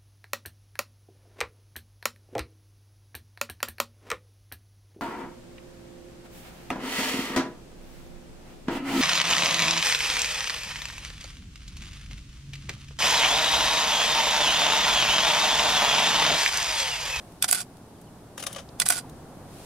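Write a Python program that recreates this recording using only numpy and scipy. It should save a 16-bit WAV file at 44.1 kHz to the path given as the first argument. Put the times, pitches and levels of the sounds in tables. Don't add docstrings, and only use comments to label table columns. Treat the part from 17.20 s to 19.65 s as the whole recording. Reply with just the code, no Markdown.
import sys
import numpy as np
from scipy import signal
from scipy.fft import rfft, irfft, next_fast_len
from scipy.io import wavfile

SR = 44100
rng = np.random.default_rng(int(sys.argv[2]) if len(sys.argv) > 2 else 0)


def master_out(mix):
    frames = np.transpose(np.atleast_2d(mix))
    ceiling = np.clip(frames, -1, 1)
    pcm = np.round(ceiling * 32767).astype(np.int16)
    wavfile.write(sys.argv[1], SR, pcm)


N = 108045

# (time [s], level [dB])
NEAR_SHOTS = [(.2243, .3), (1.5997, .6)]
# (start after release [s], length [s], spin-down t60 [s], fade [dB/s],
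# case [dB], lever [dB], blade [dB])
NEAR_MOTOR = (.108, .083, .065, 40, -40.5, -34.8, -31.6)


def near_camera():
    # (time after release [s], rise [s], t60 [s], case [dB], lever [dB], blade [dB])
    blows = [ (-.002, .004, .010, -50, -41, -42), (.0008, .0006, .014, -25.5, -15.5, -9.6),
             (.0135, .004, .030, -35, -31, -29.5), (.0192, .0018, .029, -22, -19.3, -19),
             (.0585, .002, .050, -44, -33, -26), (.0645, .003, .052, -29.5, -26, -22.5),
             (.0840, .004, .030, -45, -33, -27.5), (.0882, .0005, .012, -38, -21, -10),
             (.0995, .001, .020, -35, -27, -19.5), (.1040, .0008, .018, -19, -16.7, -9.3),
             (.1238, .0018, .038, -30, -28, -20.5), (.1812, .001, .018, -37, -36, -27),
             (.1905, .002, .016, -50, -44, -32), ]
    # (time after release [s], centre [Hz], width [oct], t60 [s], level [dB])
    crack = (.1035, 12000, .15, .014, -16)
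    # (time after release [s], pitch [Hz], t60 [s], level [dB])
    parts = [(0, 3480, .03, -22.5), (.02, 730, .12, -41), (.058, 4850, .08, -36),
             (.0882, 10450, .011, -8.5), (.0882, 9500, .009, -15), (.102, 715, .06, -27),
             (.103, 1475, .04, -24), (.19, 4850, .06, -42)]
    colour = [(330, -14), (540, -8), (700, -1.5), (950, -3), (1500, .5), (2500, -1.5), (3400, -2),
              (4000, -3.5), (4800, -.5), (6500, -1.5), (8200, 2.4), (10200, 3.5), (12000, -.3), (13500, -5),
              (15700, -14)]
    # (frequency [Hz], width [Hz], level [dB])
    body_modes = [(725, 45, 10), (1140, 35, 6), (1475, 55, 12), (2020, 60, 2), (2490, 110, 4),
                  (3450, 120, 0), (4780, 170, 4), (8330, 130, 4), (9340, 100, 3), (9640, 80, 4),
                  (10480, 110, 4)]
    gear_modes = [(4080, 70, 3), (4580, 60, 4), (5560, 80, 4), (7130, 55, 4), (9810, 150, 3)]
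    pan = [(650, -.5), (1500, -5), (4800, -7.3), (9500, -2.5), (14000, -4)]
    lead = [(500, -.05), (1300, -.05), (2300, .45), (4500, -.2), (7000, -1.3), (10500, -2.2), (13000, -2.8)]
    alike = [(600, .98), (2000, .8), (5000, .5), (10000, .78), (15000, .7)]
    body = housing(colour, body_modes)
    gears = body * ringing(gear_modes) * np.sqrt(below(hz=13800))
    action = shutter(NEAR_SHOTS, blows, body, grit_db=1.2)
    action += recocking(NEAR_SHOTS, NEAR_MOTOR, gears, grit_db=3)
    action += sum(amp(db) * click(start + crack[0], *crack[1:]) for start, db in NEAR_SHOTS)
    camera = spread(action, alike) + whine() + pings(NEAR_SHOTS, parts)
    return amp(-1.2) * placed(camera, pan, lead, walls_db=-12)


def far_camera():
    shots = [(1.1775, 0)]
    # (time after release [s], rise [s], t60 [s], case [dB], lever [dB], blade [dB])
    blows = [ (.0018, .0015, .032, -32.5, -35, -32), (.0245, .008, .070, -41, -37, -38),
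             (.0500, .002, .030, -37, -33, -31.5), (.0610, .003, .040, -35, -37, -35),
             (.0910, .0022, .028, -28, -24.7, -24.3), (.1520, .003, .035, -47, -42.5, -34),
             (.1715, .001, .015, -47, -40, -42), (.1858, .002, .042, -33.5, -34.5, -39.5),
             (.2090, .007, .110, -39, -40, -50), ]
    motor = (.1, .13, .1, 55, -47, -51.5, -51)
    parts = [(.05, 745, .35, -46), (.171, 2950, .06, -39), (.184, 570, .08, -33.5), (.185, 1185, .05, -38)]
    colour = [(300, -10), (560, 2), (900, -2), (1400, 0), (2400, -3), (3100, 1), (4200, -4), (6100, 0),
              (7800, -4), (9700, 2), (11000, -5), (15500, -16)]
    modes = [(545, 70, 7), (745, 45, 7), (1185, 60, 4), (3100, 200, 1), (3750, 100, 3), (9700, 200, 2)]
    pan = [(550, 0), (1400, 4.5), (5500, 6.5), (9500, 1.5), (14000, 4.5)]
    lead = [(500, 0), (4000, -.1), (6500, .8), (9500, 2.3), (15000, 2.5)]
    alike = [(600, .95), (5000, .7), (12000, .6)]
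    body = housing(colour, modes)
    action = shutter(shots, blows, body, grit_db=2.5) + recocking(shots, motor, body, grit_db=2.5)
    camera = spread(action, alike) + pings(shots, parts)
    return amp(-1.5) * placed(camera, pan, lead, walls_db=-9)


def shutter(shots, blows, body, grit_db):
    t = np.arange(-SR // 10, SR // 2) / SR
    powers = sum((amp(levels)[:, None] * blow(t - after, rise, t60)) ** 2
                 for after, rise, t60, *levels in blows)
    forces = [sum(amp(db) * np.interp(clock() - start, t, np.sqrt(power)) for start, db in shots)
              for power in powers]
    return rattle(forces, body, grit_db)


def recocking(shots, motor, body, grit_db):
    turn_hz, pulse_depth = 185, .36
    tooth_hz, tooth_scatter_db = 600, 2.2
    t = clock()
    tooth_times = np.arange(N) / tooth_hz
    teeth = unit(amp(tooth_scatter_db * np.interp(t, tooth_times, rng.standard_normal(N))))
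    drive = np.zeros(N)
    for start, db in shots:
        pulse = 1 + pulse_depth * np.cos(2 * np.pi * turn_hz * (t - start))
        drive += amp(db) * winding(t - start, motor) * pulse
    return rattle([amp(db) * drive * teeth for db in motor[4:]], body, grit_db)


def whine():
    start_hz, sag_hz_per_s = 1495, 800
    level_db, fade_db_per_s = -34, 110
    out = np.zeros(N)
    for start, db in NEAR_SHOTS:
        t = clock() - start
        running = np.clip(t - NEAR_MOTOR[0], 0, NEAR_MOTOR[1])
        envelope = amp(level_db + db - fade_db_per_s * running) * winding(t, NEAR_MOTOR)
        out += envelope * glide(start_hz - sag_hz_per_s * running)
    return out


def winding(t, motor, rise=.003):
    start, length, t60, fade = motor[:4]
    age = t - start
    spin_up = blow(np.minimum(age, 0), rise, t60)
    spin_down = blow(np.maximum(age - length, 0), rise, t60)
    return spin_up * amp(-fade * np.clip(age, 0, length)) * spin_down


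def pings(shots, parts):
    out = np.zeros(N)
    for start, shot_db in shots:
        for after, hz, t60, db in parts:
            t = clock() - start - after
            out += amp(shot_db + db) * blow(t, .0005, t60) * np.sin(2 * np.pi * (hz * t + rng.random()))
    return out


def rattle(forces, body, grit_db):
    low, low_and_mid = below(hz=2500), below(hz=7000)
    out = np.zeros((2, N))
    for force, share in zip(forces, [low, low_and_mid - low, 1 - low_and_mid]):
        contacts = unit(rng.standard_normal((2, N)) * amp(grit_db * rng.standard_normal(N)))
        out += filtered(contacts * force, causal(body * np.sqrt(np.abs(share))))
    return out


def housing(colour, modes):
    low_cut = np.sqrt(1 - below(colour[0][0]))
    return amp(curve(colour)) * ringing(modes) * low_cut


def ringing(modes):
    peaks = sum(amp(2 * db) / (1 + ((grid() - hz) * 2 / width) ** 2) for hz, width, db in modes)
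    return np.sqrt(1 + peaks)


def placed(source, pan, lead, walls_db):
    t60_s, delay_s = .06, .002
    t = np.arange(SR // 4) / SR
    sides = np.array([[.5], [-.5]])
    direct = filtered(source, amp(sides * curve(pan)) * np.exp(1j * sides * curve(lead)))
    tail = rng.standard_normal((2, len(t))) * amp(-60 * t / t60_s) * (t > delay_s)
    tail /= np.linalg.norm(tail, axis=1, keepdims=True)
    return direct + amp(walls_db) * signal.fftconvolve(direct, tail, axes=1)[:, :N]


def handling():
    ticks = [(.122, 7000, 1, .015, -51), (.570, 7500, 1, .011, -48.5), (.815, 9000, .6, .035, -51),
             (1.49, 4400, .42, .024, -46.5), (1.845, 700, .45, .04, -42.5), (1.897, 6000, 1, .022, -44.5)]
    alike = [(600, .9), (5000, .4), (12000, .1)]
    return spread(sum(click(*tick) for tick in ticks), alike)


def click(time, hz, octaves, t60, db):
    band = np.exp(-.5 * (np.log2((grid() + 1) / hz) / octaves) ** 2)
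    noise = unit(filtered(rng.standard_normal((2, N)), band))
    return amp(db) * blow(clock() - time, .05 * t60, t60) * noise


def bird():
    chirps = [(.738, .042, 3800, 2950, -66.5), (.779, .018, 4850, 4450, -66.5),
              (.836, .016, 4500, 4600, -65.5), (.864, .032, 3300, 2700, -63.5)]
    out = np.zeros(N)
    for start, length, start_hz, end_hz, db in chirps:
        progress = np.clip((clock() - start) / length, 0, 1)
        arch = np.sqrt(np.abs(np.sin(np.pi * progress)))
        out += amp(db) * arch * glide(start_hz + (end_hz - start_hz) * progress)
    return out


def open_air():
    # (time [s], level [dB])
    rumble_swell = [(0, -47.5), (.4, -49), (1.1, -47), (1.6, -45.5), (2, -44), (2.45, -44)]
    hiss_swell = [(0, -58), (.6, -60), (1.1, -60), (1.95, -58), (2.25, -58), (2.36, -52), (2.45, -50)]
    # (frequency [Hz], level [dB])
    rumble_colour = [(20, -9.5), (50, -5.5), (95, -2), (155, .5), (210, -3), (260, -2.5), (330, -6),
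                     (480, -9.5), (700, -9), (1050, -15), (1700, -24), (3000, -42), (6000, -80)]
    hiss_colour = [(600, -12), (2000, -1), (4000, -1), (7000, -3), (9500, -.5), (12500, -6), (15500, -10)]
    # (frequency [Hz], left-right likeness [-1..1])
    rumble_alike = [(30, .88), (70, .9), (160, .995), (300, .96), (550, .9), (1600, .6)]
    hiss_alike = [(1600, .45), (5000, -.1), (15000, -.2)]
    return bed(rumble_swell, rumble_colour, rumble_alike) + bed(hiss_swell, hiss_colour, hiss_alike)


def bed(swell, colour, alike):
    noise = filtered(rng.standard_normal((2, N)), amp(curve(colour)))
    return amp(np.interp(clock(), *np.transpose(swell))) * unit(spread(noise, alike))


def blow(t, rise, t60):
    return np.exp(np.maximum(np.minimum(t / rise, -np.log(1000) * t / t60), -20))


def glide(hz):
    return np.sin(2 * np.pi * np.cumsum(hz) / SR)


def spread(pair, alike):
    angle = np.arccos(np.clip(curve(alike), -1, 1)) / 2
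    mid, side = filtered(pair, np.array([np.cos(angle), np.sin(angle)]))
    return np.array([mid + side, mid - side])


def causal(gain):
    cepstrum = irfft(np.log(np.maximum(unit(gain), 1e-5)))
    half = len(cepstrum) // 2
    cepstrum[1:half] *= 2
    cepstrum[half + 1:] = 0
    return np.exp(rfft(cepstrum))


def filtered(x, response):
    size = 2 * (len(grid()) - 1)
    return irfft(rfft(x, size) * response, size)[..., :N]


def below(hz):
    return 1 / (1 + (grid() / hz) ** 8)


def curve(points):
    hz, values = np.transpose(points)
    return np.interp(np.log(grid() + 1), np.log(hz + 1), values)


def grid():
    return np.fft.rfftfreq(2 * next_fast_len(N // 2 + 4096, real=True), 1 / SR)


def clock():
    return np.arange(N) / SR


def amp(db):
    return 10 ** (np.asarray(db) / 20)


def unit(x):
    return x / np.sqrt(np.mean(x ** 2) + 1e-20)


def scene():
    return near_camera() + far_camera() + handling() + bird() + open_air()


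def record(dry):
    ceiling, knee, top_hz = .7, 4, 15750
    rounded = dry / (1 + np.abs(dry / ceiling) ** knee) ** (1 / knee)
    return filtered(rounded, 1 / (1 + (grid() / top_hz) ** 120))


dry = scene()
out = record(dry)
master_out(out)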